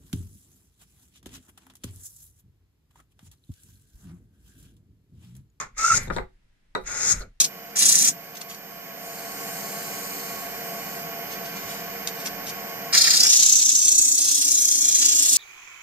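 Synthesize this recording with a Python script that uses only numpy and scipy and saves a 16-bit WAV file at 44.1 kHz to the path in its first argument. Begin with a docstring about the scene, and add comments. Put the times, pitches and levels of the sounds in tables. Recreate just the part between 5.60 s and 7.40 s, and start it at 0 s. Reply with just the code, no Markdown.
"""A rasping plane stroke dies away on a hardwood board; the next squeals as the blade chatters, then knocks follow
as the plane runs off the end. It is set down again and cuts a clean, swelling stroke in a dry workshop.
Strokes are filtered random snaps (fibres at the blade, sole slipping on the board); the squeal is a wavering sine.
Knocks are decaying modes and noise bursts; scuffs are resonant grains; air and floor are filtered noise."""
import sys
import numpy as np
from scipy import signal
from scipy.fft import rfft, irfft
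from scipy.io import wavfile
from scipy.ndimage import uniform_filter1d, map_coordinates

SR = 44100
rng = np.random.default_rng(int(sys.argv[2]) if len(sys.argv) > 2 else 0)


def to_wav(sig):
    """Store sig (one row per channel, or 1-D mono) as 16-bit WAV at the path in sys.argv[1].

    Samples outside -1..1 are clipped; the rate is SR.
    """
    pcm = np.clip(np.atleast_2d(sig), -1, 1) * 32767
    pcm = np.round(pcm).astype(np.int16)
    wavfile.write(sys.argv[1], SR, pcm.T)  # frames by channels


N = 79380  # samples, 1.8 s


def undb(db):
    """Decibels to amplitude gain."""
    return 10 ** (np.asarray(db) / 20)


def unit(x):
    """Scale to rms 1."""
    return x / np.sqrt(np.mean(x ** 2))


def impulse(x):
    """Scale total energy to that of one millisecond at rms 1."""
    return x / np.sqrt(np.sum(x ** 2) / (SR / 1000))


def clock():
    """Time of every sample, s."""
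    return np.arange(N) / SR


def fade(t60_s):
    """Exponential decay, 60 dB in t60_s."""
    return np.exp(-np.log(1000) * clock() / t60_s)


def curve(rows, axis):
    """Gain from one dB column of a timed table, -120 dB outside it."""
    rows = np.array(rows)
    return undb(np.interp(clock(), rows[:, 0], rows[:, axis], left=-120, right=-120))


def colour(x, points):
    """Minimum-phase filter through (freq_hz, level_db) points, from a folded cepstrum."""
    freq_hz, level_db = np.array(points).T
    size = 2 * N
    f = np.maximum(np.arange(N + 1) * SR / size, 1)
    gain = undb(np.interp(np.log(f), np.log(freq_hz), level_db))
    cepstrum = irfft(np.log(gain))
    cepstrum[1:N] *= 2
    cepstrum[N + 1:] = 0
    response = np.exp(rfft(cepstrum))
    return irfft(rfft(x, size) * response)[..., :N]


def resonate(x, freq_hz, width_hz):
    """One two-pole resonance."""
    b, a = signal.iirpeak(freq_hz, freq_hz / width_hz, fs=SR)
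    return signal.lfilter(b, a, x)


def walk(rate_hz):
    """Smoothed random steps, rms 1."""
    hold = max(int(SR / rate_hz), 1)
    steps = np.repeat(rng.standard_normal(N)[:N // hold + 1], hold)
    return unit(uniform_filter1d(steps, hold)[:N])


def grains(rate_per_s, spread_db):
    """Sparse random snaps of uneven size."""
    hits = rng.random(N) < rate_per_s / SR
    size = rng.standard_normal(N)
    boost_db = max(spread_db, 0) * np.minimum(rng.exponential(size=N), 4)
    return hits * size * undb(boost_db)


def scattered(rate_per_s, spread_db, scatter_db):
    """Snaps common to both ports, plus snaps that reach only one."""
    common = grains(rate_per_s, spread_db)
    separate = np.array([grains(rate_per_s, spread_db), grains(rate_per_s, spread_db)])
    return common + undb(scatter_db) * separate


def delay(pair, seconds):
    """Start a two-channel sound later."""
    return np.pad(pair, ((0, 0), (max(int(seconds * SR), 0), 0)))[:, :N]


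def place(x, room, pan_db, lag_ms, room_db):
    """Direct sound lags at the right port; room echoes are mixed in at room_db against it."""
    pair = np.broadcast_to(x, (2, N))
    late = map_coordinates(pair[1], [np.arange(N) - lag_ms * SR / 1000], order=3)
    direct = np.array([pair[0] * undb(pan_db / 2), late * undb(-pan_db / 2)])
    echoes = signal.fftconvolve(pair, room, axes=1)[:, :N]
    return (direct + undb(room_db) * echoes) / np.hypot(1, undb(room_db))


# Loudness of each stroke: time_s, blade_rel_db, sole_rel_db
STROKE_ENDING = [(0.0, -35, -33.5), (0.018, -44, -35.5), (0.03, -48.5, -41.5), (0.076, -71.5, -64),
                 (0.11, -86, -78.5)]
STROKE_SQUEALING = [(0.13, -86.5, -73.5), (0.156, -75.5, -62.5), (0.182, -34, -38), (0.232, -31, -31.5),
                    (0.252, -27.5, -37), (0.342, -28, -33.5), (0.376, -22.5, -33), (0.404, -72, -41),
                    (0.482, -59, -51.5), (0.495, -80, -79)]
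STROKE_CLEAN = [(1.238, -70, -55), (1.272, -39.5, -38), (1.308, -40.5, -36.5), (1.518, -21, -32.5),
                (1.528, -21.5, -39), (1.556, -65, -42.5), (1.596, -52.5, -45.5), (1.614, -49, -45.5),
                (1.7, -122.5, -92.5)]
# Spectra of fibres tearing at the blade and of the board under the sole: freq_hz, rel_db
BLADE_SPECTRUM = [(1500,-47),(3000,-27.5),(3700,-17),(4400,-16),(5300,-6.5),(6000,-7),(6600,0.5),(7200,-5),(7900,-8.5),(9000,-17),(10000,-27.5),(11300,-28.5),(15000,-38)]
BOARD_SPECTRUM = [(60,-21),(180,-14),(300,-12),(380,-9),(520,-6.5),(680,-14),(860,-5.5),(1000,-11.5),(1380,1.5),(1700,-1.5),(2150,-0.5),(2650,-9.5),(3050,-19),(3600,-12.5),(4500,-16),(9000,-36.5)]
# One resonance per stroke, against the cut or the rub: freq_hz, width_hz, rel_db
BLADE_RINGS = [(6800,500,-15.5),(7030,450,-19),(6545,450,-7.5)]
BOARD_RINGS = [(1092,130,1),(2143,400,-6),(1445,150,-17)]
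BLADE_DB, BOARD_DB = 6, 5
FIBRES_PER_S, FIBRE_SPREAD_DB = 8200, 0.5
RUBS_PER_S, RUB_SPREAD_DB = 2600, 0
GRAIN_HZ, GRAIN_DB = 157.4, -0.8  # the cut catches on the wood grain
BLADE_SCATTER_DB, BOARD_SCATTER_DB = -0.5, 3.5  # one-port snaps against common ones
BLADE_ROOM_DB, BOARD_ROOM_DB, BOARD_PAN_DB = -1.5, 6.5, -1
BLADE_LAG_MS, BOARD_LAG_MS = 0.071, 0.077


def strokes(room):
    """Fibres snap at the blade and ring it; the sole's sticking and slipping rings the board."""
    catch = undb(GRAIN_DB * walk(GRAIN_HZ))
    snaps = catch * scattered(FIBRES_PER_S, FIBRE_SPREAD_DB, BLADE_SCATTER_DB)
    slips = catch * scattered(RUBS_PER_S, RUB_SPREAD_DB, BOARD_SCATTER_DB)
    hiss = unit(colour(snaps, BLADE_SPECTRUM))
    rasp = unit(colour(slips, BOARD_SPECTRUM))
    cut = rub = 0
    levels = [STROKE_ENDING, STROKE_SQUEALING, STROKE_CLEAN]
    for rows, blade, board in zip(levels, BLADE_RINGS, BOARD_RINGS):
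        blade_hz, blade_width_hz, blade_db = blade
        board_hz, board_width_hz, board_db = board
        blade_ring = undb(blade_db) * unit(resonate(hiss, blade_hz, blade_width_hz))
        board_ring = undb(board_db) * unit(resonate(rasp, board_hz, board_width_hz))
        cut = cut + curve(rows, axis=1) * unit(hiss + blade_ring)
        rub = rub + curve(rows, axis=2) * (rasp + board_ring)
    cut = shade(place(cut, room, 0, BLADE_LAG_MS, BLADE_ROOM_DB))
    rub = place(rub, room, BOARD_PAN_DB, BOARD_LAG_MS, BOARD_ROOM_DB)
    return undb(BLADE_DB) * cut + undb(BOARD_DB) * rub


# Hands shading the cut from one port or the other: freq_hz, left_minus_right_db
SHADE = [(1500,0.5),(2500,-2),(4000,3.5),(6500,6.5),(8000,1),(10000,2.5),(15000,1)]


def shade(pair):
    """Tip each frequency towards the port that sees the blade best."""
    left = [(freq_hz, db / 2) for freq_hz, db in SHADE]
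    right = [(freq_hz, -db / 2) for freq_hz, db in SHADE]
    return np.array([colour(pair[0], left), colour(pair[1], right)])


# Blade chatter: time_s, centre_pitch_hz, rel_db
CHATTER = [(.17,1255,-49),(.185,1311,-37.5),(.197,1317,-28),(.228,1318,-25.5),(.245,1345,-20.5),(.27,1380,-24),(.284,1402,-24.5),(.32,1345,-19.5),(.343,1350,-21.5),(.355,1404,-37),(.39,1357,-59)]
# Surges and stalls as the blade digs in: centre_s, half_length_s, gain_db
SURGES = [(.248,0.0049,7),(0.259,0.0016,-6.5),(0.266,0.0073,5),(0.274,0.0019,-7.5),(0.283,0.0055,7.5),(0.289,0.0032,-7.5),(0.306,.004,9),(0.321,0.0064,11.5),(0.334,0.0033,-11),(0.341,0.0058,3)]
CHATTER_DB, CHATTER_FLUTTER_DB, CHATTER_OVERTONE_DB = -1, 2.3, -23
CHATTER_JITTER = 0.017  # rms fraction of pitch
CHATTER_PAN_DB, CHATTER_ROOM_DB = -1.5, -13


def chatter(room):
    """The blade locks into a wavering squeal with one overtone, in surges."""
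    t, rows = clock(), np.array(CHATTER)
    pitch_hz = np.interp(t, rows[:, 0], rows[:, 1]) * (1 + CHATTER_JITTER * walk(250))
    phase = 2 * np.pi * np.cumsum(pitch_hz) / SR
    surge_db = sum(db * np.exp(-((t - at) / half) ** 2) for at, half, db in SURGES)
    flutter_db = CHATTER_FLUTTER_DB * walk(200)
    size = curve(CHATTER, axis=2) * undb(CHATTER_DB + surge_db + flutter_db)
    wave = np.sin(phase) + undb(CHATTER_OVERTONE_DB) * np.sin(2 * phase)
    squeal = np.sqrt(2) * size * wave
    return place(squeal, room, CHATTER_PAN_DB, BOARD_LAG_MS, CHATTER_ROOM_DB)


def ring(modes):
    """Decaying modes of random polarity after one blow, cut at a quarter second."""
    t = clock()[:SR // 4]
    body = 0
    for freq_hz, level_db, t60_s in modes:
        decay = np.exp(-np.log(1000) * t / t60_s)
        polarity = rng.choice([-1, 1])
        body = body + undb(level_db) * decay * polarity * np.sin(2 * np.pi * freq_hz * t)
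    return impulse(np.pad(body, (0, N - len(t))))


# Plane against board: start_s, thud_rel_db, clack_rel_db, tick_rel_db, iron_rel_db, left_minus_right_db
KNOCKS = [(.473,-19.5,-43,-41,-34,17),(0.481,-23,-36,-24,-40,13),(0.5015,-23,-8.5,-20,-24.5,4),(0.5048,-13.5,-7,-32,-37,13.5),(0.564,-3,-13.5,-8.5,-19,10),(0.571,-18,-11,-17,-38,-8.5),(0.5832,-8,-4,-18.5,-23,8.5),(.822,-55,-60,-66,-65,-2),(1.1501,-4.5,-7,-7.5,-7,4.5),(1.1532,-8.5,-3,-37,-43.5,1.5)]
# Modes of the board on the bench, the plane body and the iron: freq_hz, rel_db, t60_s
BOARD_MODES = [(110,-8,.18),(182,-2,.15),(270,-5,.11),(373,1,.17),(450,-1,.15),(516,-1,.15),(590,-10,.1),(700,-7,.13),(833,-1,.11),(940,0,.09)]
PLANE_MODES = [(940,-4,0.027),(1176,-2,.06),(1249,5.5,0.039),(1407,9,0.027),(1644,5.5,0.017),(1957,-6.5,0.088),(2217,-20,0.046)]
IRON_MODES = [(3735,-4,.05),(3865,0,.06),(3990,-6,.04),(5720,-19,.06),(7660,-17,.035)]
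# Noise spectra of the edge tick and of the crack in the clack: freq_hz, rel_db
TICK_SPECTRUM = [(300,-29.5),(1500,12),(2900,-18),(3700,11),(4700,-2),(6000,-13),(7700,-3.5),(10000,-16),(15000,-22)]
CRACK_SPECTRUM = [(150,-16.5),(400,0),(700,-5),(1400,0.5),(2100,-6),(2900,-24),(8000,-63)]
TICK_T60_S, CRACK_T60_S, CRACK_DB = 0.015, 0.031, 3.5
KNOCK_DB, KNOCK_LAG_MS, KNOCK_ROOM_DB = -9, 0.16, 6


def burst(t60_s, spectrum):
    """Decaying noise, separate at each port, filtered to a spectrum."""
    return impulse(colour(rng.standard_normal((2, N)) * fade(t60_s), spectrum))


def knocks(room):
    """Wood on wood: edge tick, iron ping, plane clack, board thud."""
    out = 0
    for start_s, thud_db, clack_db, tick_db, iron_db, pan_db in KNOCKS:
        tick = burst(TICK_T60_S, TICK_SPECTRUM)
        crack = burst(CRACK_T60_S, CRACK_SPECTRUM)
        clack = np.array([ring(PLANE_MODES), ring(PLANE_MODES)]) + undb(CRACK_DB) * crack
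        thud = np.array([ring(BOARD_MODES), ring(BOARD_MODES)])
        blow = undb(thud_db) * thud + undb(clack_db) * clack
        blow = blow + undb(tick_db) * tick + undb(iron_db) * ring(IRON_MODES)
        out = out + place(delay(blow, start_s), room, pan_db, KNOCK_LAG_MS, KNOCK_ROOM_DB)
    return undb(KNOCK_DB) * out


# Light scuffs of the sole: centre_s, half_length_s, freq_hz, width_hz, level_db, left_minus_right_db
SCUFFS = [(0.434,.03,6500,9270,-45,3.5),(0.548,0.032,5000,5000,-47.5,4.5),(1.225,.03,6000,10010,-63,3),(1.586,0.039,7000,8960,-50.5,11),(1.619,.012,4300,800,-45,11.5),(1.622,0.03,1376,300,-46.5,-3),(1.626,0.028,448.4,250,-44,2)]


def scuffs(room):
    """Brief light brushes of the sole: grains through two equal resonances."""
    out = 0
    for centre_s, half_s, freq_hz, width_hz, level_db, pan_db in SCUFFS:
        rubs = grains(RUBS_PER_S, RUB_SPREAD_DB)
        brush = unit(resonate(resonate(rubs, freq_hz, width_hz), freq_hz, width_hz))
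        swell = np.exp(-((clock() - centre_s) / half_s) ** 2)
        out = out + place(brush * undb(level_db) * swell, room, pan_db, BOARD_LAG_MS, BLADE_ROOM_DB)
    return out


# Air and handling rumble at the microphone: time_s, thump_db, puff_db
AIR = [(0,-49.5,-57.5),(.2,-72,-48),(.32,-43.5,-55.5),(.352,-31.5,-39),(.41,-43.5,-40),(.53,-36,-34.5),(.62,-45,-37),(.7,-72,-57),(.87,-75,-65),(1.142,-74.5,-63),(1.165,-57.5,-47),(1.51,-47.5,-57),(1.545,-33.5,-37),(1.59,-50,-35),(1.68,-52.5,-49.5),(1.8,-95,-62.5)]
# Spectra of the thumping and of the deep puff: freq_hz, rel_db
THUMP_SPECTRUM = [(30,-14),(70,-5.5),(102,3),(135,-2.5),(180,-1.5),(260,-12),(500,-36.5),(1500,-68.5)]
PUFF_SPECTRUM = [(8,-6.5),(22,0),(42,-2),(65,-15),(130,-25.5),(500,-65)]


def air():
    """Low buffeting, alike at both ports, as the hands sweep past."""
    thump_noise, puff_noise = rng.standard_normal((2, N))
    thump = unit(colour(thump_noise, THUMP_SPECTRUM))
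    puff = unit(colour(puff_noise, PUFF_SPECTRUM))
    return curve(AIR, axis=1) * thump + curve(AIR, axis=2) * puff


# Workshop noise floor spectrum: freq_hz, rel_db
FLOOR_SPECTRUM = [(59, -34.5), (100, -9.5), (129, -2.5), (204, -27.5), (252, -10), (558, -19),
                  (1240, -21.5), (1730, -15.5), (11900, -35), (15000, -51)]
FLOOR_DB = -72


def workshop_floor():
    """Steady filtered noise, independent at each port."""
    return undb(FLOOR_DB) * unit(colour(rng.standard_normal((2, N)), FLOOR_SPECTRUM))


# Workshop reverberation: band_centre_hz, t60_s, rel_db
ROOM = [(120,.22,-19),(370,0.17,-2.5),(1414,0.17,-10),(3870,0.21,-13),(9000,0.14,-7.5)]
ROOM_DELAY_S = 0.0046


def workshop():
    """Diffuse echoes for the two ports, each band dying at its own rate."""
    centre_hz = np.array(ROOM)[:, 0]
    log_f = np.log(np.maximum(np.fft.rfftfreq(N, 1 / SR), 1))
    noise = rfft(rng.standard_normal((2, N)))
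    out = 0
    for share, (_, t60_s, level_db) in zip(np.eye(len(centre_hz)), ROOM):
        tail = fade(t60_s)
        band = irfft(noise * np.interp(log_f, np.log(centre_hz), share), N)
        out = out + undb(level_db) * band * tail / np.linalg.norm(tail)
    return delay(out, ROOM_DELAY_S)


def scene():
    """The plane's sounds over the quiet of the workshop."""
    room = workshop()
    plane = strokes(room) + chatter(room) + knocks(room) + scuffs(room)
    return plane + air() + workshop_floor()


TOP_HZ = 15100


def record(dry):
    """The recorder cuts the top: elliptic low-pass, order 8, 0.2 dB ripple, 70 dB stop."""
    sos = signal.ellip(8, 0.2, 70, TOP_HZ, fs=SR, output="sos")
    return signal.sosfilt(sos, dry)


dry = scene()
out = record(dry)
to_wav(out)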